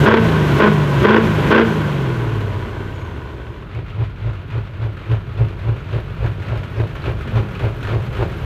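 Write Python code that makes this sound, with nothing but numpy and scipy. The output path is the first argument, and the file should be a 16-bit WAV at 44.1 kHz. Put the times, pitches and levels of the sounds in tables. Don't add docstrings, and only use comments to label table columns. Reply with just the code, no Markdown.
import sys
import numpy as np
from scipy import signal
from scipy.fft import rfft, irfft
from scipy.io import wavfile
from scipy.ndimage import uniform_filter1d, minimum_filter1d, map_coordinates

SR = 44100
rng = np.random.default_rng(int(sys.argv[2]) if len(sys.argv) > 2 else 0)


def wrap_up_sound(samples):
    columns = np.atleast_2d(samples).T
    tamed = np.clip(columns, -1, 1)
    steps = np.round(tamed * 32767).astype(np.int16)
    wavfile.write(sys.argv[1], SR, steps)


N = 372644
TIME = np.arange(N) / SR

# start_s, end_s, top_speed_turns_per_s, spin_up_s, run_down_s, strength_db,
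# rip_db (added in part to the strength), drone_after_db, rasp_after_db
STABS = [(0.05, 0.172, 57, .045, 2.62, -7, -7, -16, -21),
         (.592, 0.669, 52.1, 0.01614, 3.3, -9.5, -7.5, -16, -23),
         (1.033, 1.183, 56.1, .065, 2.6, -8, -7, -18.5, -22.5),
         (1.507, 1.611, 56.8, .024, 2.38, -7, -6.5, -20.5, -23.5)]
# crest_s, boom_db
SURGES = [(3.79, -24.5), (4.017, -18.5), (4.274, -19), (4.576, -19), (4.845, -18.5), (5.128, -18.5),
          (5.422, -16), (5.696, -18), (5.966, -19), (6.25, -15.5), (6.53, -17), (6.811, -18.5),
          (7.093, -18.5), (7.38, -14.5), (7.649, -18), (7.939, -18.5), (8.22, -19.5), (8.5, -15)]
# multiple_of_crank_speed, level_db
LOAD_ORDERS = [(1.5, -21), (2, -19), (2.5, -24), (3, -26.5), (4, -7.5), (7, -21), (7.5, -30), (8, -4.5),
               (9, -26)]
# multiple_of_crank_speed, level_db (against each other)
COAST_ORDERS = [(1, -11), (1.5, 4), (2, -1.5), (2.5, -18), (3.5, -1), (4.5, -21), (5, -5), (5.5, -2),
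                (6.5, -7.5), (7, -22.5), (8, -2.5), (8.5, -15), (9, -10), (12, -9.5), (14, -13)]
# multiple_of_crank_speed, level_db (against the boom)
IDLE_ORDERS = [(4, -11), (5, -16), (6, -12), (8, 0.5), (10, -19)]
# centre_hz, width_hz, lift_db
STACK = [(113.2, 43, 18), (227, 22, 2), (335, 38, 7.5), (417.6, 75, 8.5), (585, 126, 6), (1020, 246, 10),
         (1502, 155, 9), (2050, 44, 0.5), (3290, 180, 1)]
# frequency_hz, level_db
BARK = [(60, -28), (190, -8), (300, 1), (480, -1), (750, -11), (1050, -9), (1500, -19), (2400, -32.5),
        (4500, -29), (15000, -78)]
# frequency_hz, level_db
RIP = [(400, -28), (800, -6), (1100, -3), (1700, -1), (2400, -7), (3400, -10.5), (4500, -27.5), (6000, -66),
       (15000, -86)]
# frequency_hz, level_db
RASP = [(25, -31), (45, 0.5), (90, -6.5), (200, 4), (400, 1.5), (540, -4.5), (750, -6.5), (1300, -8),
        (2000, -8.5), (3200, -12.5), (4200, -21.5), (5500, -42), (15000, -72)]
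# frequency_hz, level_db
MOUTH = [(20, -39), (45, 6), (90, -5), (170, 3), (260, 1.5), (340, -3), (500, -5), (900, -7.5)]
# frequency_hz, level_db
IDLE_BARK = [(80, -2), (160, -12), (260, 0.5), (400, 1.5), (650, -2.5), (900, -8.5), (1500, -25),
             (2500, -29), (6000, -52), (15000, -63)]
# frequency_hz, level_db
RUMBLE = [(20, -59), (33, -6), (46, -0.5), (70, 1.5), (90, -0.5), (135, 1), (190, -12.5), (400, -14.5),
          (2000, -82)]
# frequency_hz, level_db
FLOW = [(25, -33.5), (45, 2.5), (70, -0.5), (105, 3.5), (155, 0.5), (230, -15.5), (400, -17), (2000, -63)]
# frequency_hz, level_db
CLATTER = [(150, 6.5), (400, -2.5), (800, -1.5), (1100, 2.5), (1400, 5), (1900, -2), (2500, -1.5),
           (3400, -7.5), (4300, -14.5), (5300, -26), (7000, -32), (9500, -40), (15000, -50)]
# frequency_hz, level_db
HISS = [(1500, -15), (4000, 7.5), (6300, 6), (8000, 0.5), (9800, -3), (11500, -1), (15500, -5)]
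# frequency_hz, level_db
TICKS = [(4000, -16), (8000, -4.5), (11500, 7), (15500, 3)]
CYLINDERS = [1.5, -14.5, -8.5, -2.5, 2, 0, -3, -9.5]
# start_s, pitch_hz, level_db
CLINKS = [(3.75, 2500, -40), (3.901, 2600, -38), (6.77, 5030, -50), (7.02, 4050, -45), (8.15, 4090, -48),
          (7.552, 3834, -44), (7.552, 2561, -33)]
# delay_s, level_db
ECHOES = [(.0063, -16.5), (0.03, -14), (0.075, -31), (0.126, -23.5), (.27, -22.5)]

FIRST_SPEED, FIRST_DRONE_DB, FIRST_RASP_DB = 48.0, -11, -18.5
PULL_LEAD_S, OVERRUN_S = 0.012, 0.025
DRY_FRICTION_SPEED = 23.0
GUST_DB, GUST_S, GUST_EDGE_S = 4, 0.072, 0.019
DRONE_FADES_BELOW, DRONE_FADE_DB = 33.3, 2.5
FIRING_DB, FIRING_FADES_BELOW, FIRING_FADE_DB = -29, 21.7, 1.1
LINGER_DB, LINGER_S = -15.5, 0.06
TURBO_TOP_HZ, TURBO_RUN_DOWN_S = 14100, 1.86
RASP_FALL_DB_PER_S, HISS_FALL_DB_PER_S, WHISTLE_FALL_DB_PER_S = 6.5, 9, 3
TURBO_HISS_DB, HISS_DIP_DB = -22.5, 2.5
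WHISTLE_DB, WHISTLE_END_S = -73, 3.7
DUCT_HZ, DUCT_WIDTH_HZ, DUCT_LIFT_DB = 6444, 550, 11
IDLE_FROM_S, IDLE_FULL_S = 3.56, 3.74
SURGE_HOLD_S = 0.007
CREST_SPEED, SPEED_PER_BOOM_DB = 14.4, 0.15
# dB when the idle sets in, dB gained per s as the truck draws nearer
BARK_LEVEL, CLATTER_LEVEL, SPIT_LEVEL = (-32.5, 2.34), (-45, 1.58), (-67, 2.98)
BARK_FULL_BOOM_DB, BARK_FOLLOWS = -22.5, 1
TICKS_PER_S, TICK_DB = 70, 21.5
HUM_START_S, HUM_SINKS_S, HUM_END_S, HUM_FADE_S = 7.24, 7.38, 7.59, 0.028
HUM_HZ, HUM_SAG_HZ_PER_S, HUM_DB = 225, 260, -31.5
CUTOFF_HZ = 15500


def barking(turns):
    clicks = firings(turns, uneven_db=4.0, jitter_s=0.00008)
    blows = clicks + 0.7 * puffs(clicks, decay_s=0.004, steady=0.6)
    bark = colour(blows, BARK, STACK) * throttle(rise_s=0.006, fall_s=0.02)
    tearing = clicks + 1.05 * puffs(clicks, decay_s=0.006, steady=0.7)
    flicker = from_db(drift(58.5))
    rip = colour(tearing, RIP, STACK) * flicker * throttle(rise_s=0.019, fall_s=0.026, rip=0.59)
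    boom = tones(turns, LOAD_ORDERS, rough=0.15) * throttle(rise_s=0.072, fall_s=0.024, late_s=0.018)
    return from_db(-2.5) * bark + from_db(-3.0) * rip + from_db(2) * boom


def coasting(speed, turns, drone_db, flow_db):
    third_db = drone_db - DRONE_FADE_DB * np.maximum(DRONE_FADES_BELOW - speed, 0)
    firing = from_db(FIRING_DB - FIRING_FADE_DB * np.maximum(FIRING_FADES_BELOW - speed, 0))
    firing += from_db(LINGER_DB) * throttle(rise_s=0.034, fall_s=0.045, late_s=LINGER_S)
    drone = from_db(third_db) * tones(turns, [(3, 0)], rough=0.065)
    drone += firing * tones(turns, [(4, 0.0012)], rough=0.12)

    rasp_db = flow_db - RASP_FALL_DB_PER_S * run_down_time()
    overtones = tones(turns, COAST_ORDERS, rough=0.3)
    drone += from_db(rasp_db - 1.5) * colour(overtones, MOUTH, STACK)
    clicks = firings(turns, uneven_db=2.0, jitter_s=0.00016)
    rasp = colour(0.18 * clicks + puffs(clicks, decay_s=0.0095, steady=1.66), RASP, STACK)
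    shut = np.clip(1 - 1.95 * throttle(rise_s=0.0031, fall_s=0.009), 0, 1)
    return shut * drone + from_db(rasp_db + 1.4) * rasp


def stack_drone(speed, turns, width_hz=36):
    off_tune = 2 * (5 * speed - STACK[0][0]) / width_hz
    return tones(turns, [(5, -35)], rough=0.17) / np.sqrt(1 + off_tune ** 2)


def idling(turns, boom_swing_db):
    crest_s, crest_boom_db = np.transpose(SURGES)
    boom_db = np.interp(TIME, crest_s, crest_boom_db)
    bark_db, clatter_db, spit_db = nearing(BARK_LEVEL), nearing(CLATTER_LEVEL), nearing(SPIT_LEVEL)
    bark_swing_db = surge_swing(attack_db_per_s=219, release_db_per_s=179, depth_db=13.5)
    bark_swing_db += BARK_FOLLOWS * np.minimum(boom_db - BARK_FULL_BOOM_DB, 0)
    clatter_swing_db = surge_swing(attack_db_per_s=47, release_db_per_s=110, depth_db=6.0)
    clicks = firings(turns, uneven_db=4.5, jitter_s=0.00038)

    booming = tones(turns, IDLE_ORDERS, rough=0.2)
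    boom = from_db(boom_db + boom_swing_db + 2.7) * booming
    thuds = clicks + 0.69 * puffs(clicks, decay_s=0.0067, steady=0.85)
    rumble = from_db(boom_db + 0.35 * boom_swing_db - 12.0) * colour(thuds, RUMBLE, STACK)
    flow = from_db(bark_db - 3.5) * colour(rng.standard_normal(N), FLOW)

    jet = (np.maximum(booming, 0) + 0.76) * rng.standard_normal(N)
    bark_source = 0.21 * clicks + rms_one(jet)
    bark = from_db(bark_db + bark_swing_db + 0.5) * colour(bark_source, IDLE_BARK, STACK)

    clatter_gain = from_db(clatter_db + clatter_swing_db + 9.0 + 0.51 * drift(45))
    clatter = clatter_gain * colour(puffs(clicks, decay_s=0.021, steady=1.03), CLATTER)
    spit_gain = from_db(spit_db + 0.4 * clatter_swing_db - 0.4)
    spit = spit_gain * colour(puffs(clicks, decay_s=0.017, steady=1.1), HISS)

    grain_db = 4 * np.clip(drift(90), -2, 2.5) + 3 * np.clip(drift(700), -2, 2.5)
    grains = from_db(grain_db) * rng.standard_normal(N)
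    lone_ticks = (rng.random(N) < TICKS_PER_S / SR) * rng.uniform(-2, 2, N)
    grains += from_db(TICK_DB) * lone_ticks
    ticking = from_db(spit_db + 0.5 * clatter_swing_db - 9.0) * colour(grains, TICKS)
    return boom + rumble + flow + bark + clatter + spit + ticking


def turbo(revving, flow_db):
    since = run_down_time()
    hz = TURBO_TOP_HZ * np.exp(-since / TURBO_RUN_DOWN_S)
    duct_db = DUCT_LIFT_DB / (1 + (2 * (hz - DUCT_HZ) / DUCT_WIDTH_HZ) ** 2)
    whistle_db = WHISTLE_DB - WHISTLE_FALL_DB_PER_S * since + duct_db
    phase = 2 * np.pi * np.cumsum(hz) / SR
    whistle = drift(110) * np.sin(phase) + drift(110) * np.cos(phase)
    audible = np.clip(np.minimum(since, WHISTLE_END_S - TIME) / 0.2, 0, 1)

    dip_db = HISS_DIP_DB * np.clip(2 * throttle(rise_s=0.02, fall_s=0.012, late_s=0.012), 0, 1)
    hiss_db = flow_db + TURBO_HISS_DB - dip_db - HISS_FALL_DB_PER_S * since + 0.5 * drift(64)
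    hiss = from_db(hiss_db) * colour(rng.standard_normal(N), HISS)
    return revving * hiss + audible * from_db(whistle_db + 3.5 * drift(14)) * whistle


def small_sounds(clink_decay_s=0.012, clink_width_hz=700):
    hz = HUM_HZ - HUM_SAG_HZ_PER_S * np.maximum(TIME - HUM_SINKS_S, 0)
    sounding = np.clip(np.minimum(TIME - HUM_START_S, HUM_END_S - TIME) / HUM_FADE_S, 0, 1)
    out = from_db(HUM_DB) * sounding * np.sin(2 * np.pi * np.cumsum(hz) / SR)
    for start, pitch, db in CLINKS:
        peak = signal.iirpeak(pitch, pitch / clink_width_hz, fs=SR)
        once = signal.lfilter(*peak, rng.standard_normal(N))
        ring = rms_one(signal.lfilter(*peak, once))
        decay = (TIME > start) * np.exp(-np.abs(TIME - start) / clink_decay_s)
        out = out + from_db(db) * ring * decay
    return out


def car_park(x, echo_low_hz=480, echo_cut_hz=3500):
    band = signal.butter(2, [echo_low_hz, echo_cut_hz], "band", fs=SR, output="sos")
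    dull = signal.sosfilt(band, x)
    return x + sum(from_db(db) * np.interp(TIME - delay, TIME, dull, left=0) for delay, db in ECHOES)


def background_rumble():
    return from_db(-35) * colour(rng.standard_normal(N), RUMBLE)


def revving_speed():
    def coast(top, since_s, run_down_s):
        decay = np.exp(-np.maximum(TIME - since_s, 0) / run_down_s)
        return (top + DRY_FRICTION_SPEED) * decay - DRY_FRICTION_SPEED

    speed = coast(FIRST_SPEED, 0, STABS[0][4])
    for start, end, top, spin_up_s, run_down_s, *_ in STABS:
        driven_s = np.clip(TIME - start + PULL_LEAD_S, 0, end - start + PULL_LEAD_S)
        pull = 1 - np.exp(-driven_s / spin_up_s)
        speed = speed + pull / pull[-1] * (coast(top, end + OVERRUN_S, run_down_s) - speed)
    return speed


def throttle(rise_s, fall_s, rip=0, late_s=0):
    t = TIME - late_s
    total = 0
    for start, end, _, _, _, db, rip_db, _, _ in STABS:
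        opening = np.clip((t - start) / rise_s + (1 - rip) / 2, 0, 1)
        closing = np.exp(-np.maximum(t - end, 0) / fall_s)
        total = total + from_db(db + rip * rip_db) * opening * closing
    return total


def after_stabs():
    starts, ends, *_, drone_db, rasp_db = np.transpose(STABS)
    latest = np.searchsorted(starts, TIME)
    outside_each = [np.maximum(start - TIME, TIME - end) for start, end in zip(starts, ends)]
    outside_s = np.min(outside_each, axis=0)
    gust = np.exp(-np.maximum(outside_s, 0) / GUST_S) * np.clip(1 + outside_s / GUST_EDGE_S, 0, 1)
    flow_db = np.r_[FIRST_RASP_DB, rasp_db][latest] + GUST_DB * gust
    return np.r_[FIRST_DRONE_DB, drone_db][latest], flow_db


def run_down_time():
    return np.maximum(TIME - STABS[-1][1], 0)


def surge_swing(attack_db_per_s, release_db_per_s, depth_db):
    crests = np.r_[0, np.array(SURGES)[:, 0], 2 * TIME[-1]]
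    coming = np.searchsorted(crests, TIME, side="right")
    until = np.maximum(crests[coming] - TIME - SURGE_HOLD_S, 0)
    since = TIME - crests[coming - 1]
    below_db = np.minimum(attack_db_per_s * until, release_db_per_s * since)
    return -np.minimum(below_db, depth_db)


def nearing(level):
    db, db_per_s = level
    return db + db_per_s * (TIME - IDLE_FULL_S)


def firings(turns, uneven_db, jitter_s, count=4):
    at = np.flatnonzero(np.diff(np.floor(turns * count)))
    chance = rng.standard_normal((2048, 2))[:len(at)]
    strength_db = np.resize(CYLINDERS, len(at)) + uneven_db * chance[:, 0]
    sizes = from_db(strength_db) * np.sqrt(np.gradient(at))
    shift = (jitter_s * SR * chance[:, 1]).astype(int)
    clicks = np.zeros(N)
    clicks[np.clip(at + shift, 0, N - 1)] = sizes
    return rms_one(clicks)


def puffs(clicks, decay_s, steady):
    return rms_one((rms_one(lag(clicks, decay_s)) + steady) * rng.standard_normal(N))


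def tones(turns, orders, rough):
    total = 0
    for multiple, db in orders:
        flutter = 1 + rough * drift(30)
        wave = np.sin(2 * np.pi * (multiple * turns + rng.random()))
        total = total + np.sqrt(2) * from_db(db) * flutter * wave
    return total


def colour(x, spectrum, resonances=(), size=8192):
    hz = np.maximum(np.fft.rfftfreq(size, 1 / SR), 1)
    points = np.array(spectrum)
    db = np.interp(np.log(hz), np.log(points[:, 0]), points[:, 1])
    for centre, width, lift in resonances:
        db = db + lift / (1 + (2 * (hz - centre) / width) ** 2)
    cepstrum = irfft(np.log(from_db(db)))[:size // 2]
    cepstrum[1:] *= 2
    response = irfft(np.exp(rfft(cepstrum, size)))
    return rms_one(signal.fftconvolve(x, response)[:N])


def drift(rate):
    knots = rng.standard_normal(4096)
    return rms_one(map_coordinates(knots, [TIME * rate], order=2, mode="wrap"))


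def lag(x, seconds):
    r = np.exp(-1 / (seconds * SR))
    return signal.lfilter([1 - r], [1, -r], x)


def rms_one(x):
    return x / np.sqrt(np.mean(x ** 2) + 1e-20)


def from_db(db):
    return 10 ** (np.asarray(db) / 20)


def scene():
    idle = np.clip((TIME - IDLE_FROM_S) / (IDLE_FULL_S - IDLE_FROM_S), 0, 1)
    revving = np.sqrt(1 - idle)
    boom_swing_db = surge_swing(attack_db_per_s=250, release_db_per_s=155, depth_db=19.5)
    idle_speed = CREST_SPEED + SPEED_PER_BOOM_DB * boom_swing_db
    steady_speed = (1 - idle) * revving_speed() + idle * idle_speed
    speed = steady_speed * (1 + 0.00593 * drift(70))
    turns = np.cumsum(speed) / SR

    drone_db, flow_db = after_stabs()
    truck = barking(turns)
    truck += revving * (coasting(speed, turns, drone_db, flow_db) + stack_drone(speed, turns))
    truck += np.sqrt(idle) * idling(turns, boom_swing_db)
    truck += turbo(revving, flow_db)
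    return (car_park(truck + small_sounds()) + background_rumble())[None]


def record(dry, limit_db=-9, excess_fall_db_per_s=150):
    level_db = 10 * np.log10(lag(dry[0] ** 2, seconds=0.0058) + 1e-12)
    fall = excess_fall_db_per_s * TIME
    excess_db = np.maximum.accumulate(np.maximum(level_db - limit_db, 0) + fall) - fall
    held = dry * from_db(-1.25 * lag(excess_db, seconds=0.009))
    headroom = minimum_filter1d(1 / np.maximum(np.abs(held), 1), size=91)
    limited = held * uniform_filter1d(uniform_filter1d(headroom, size=45), size=45)
    fade = np.clip(np.minimum(TIME, TIME[-1] - TIME) / 0.002, 0, 1)
    top_cut = signal.ellip(12, 0.1, 90, CUTOFF_HZ, fs=SR, output="sos")
    return signal.sosfilt(top_cut, limited * fade)


dry = scene()
out = record(dry)
wrap_up_sound(out)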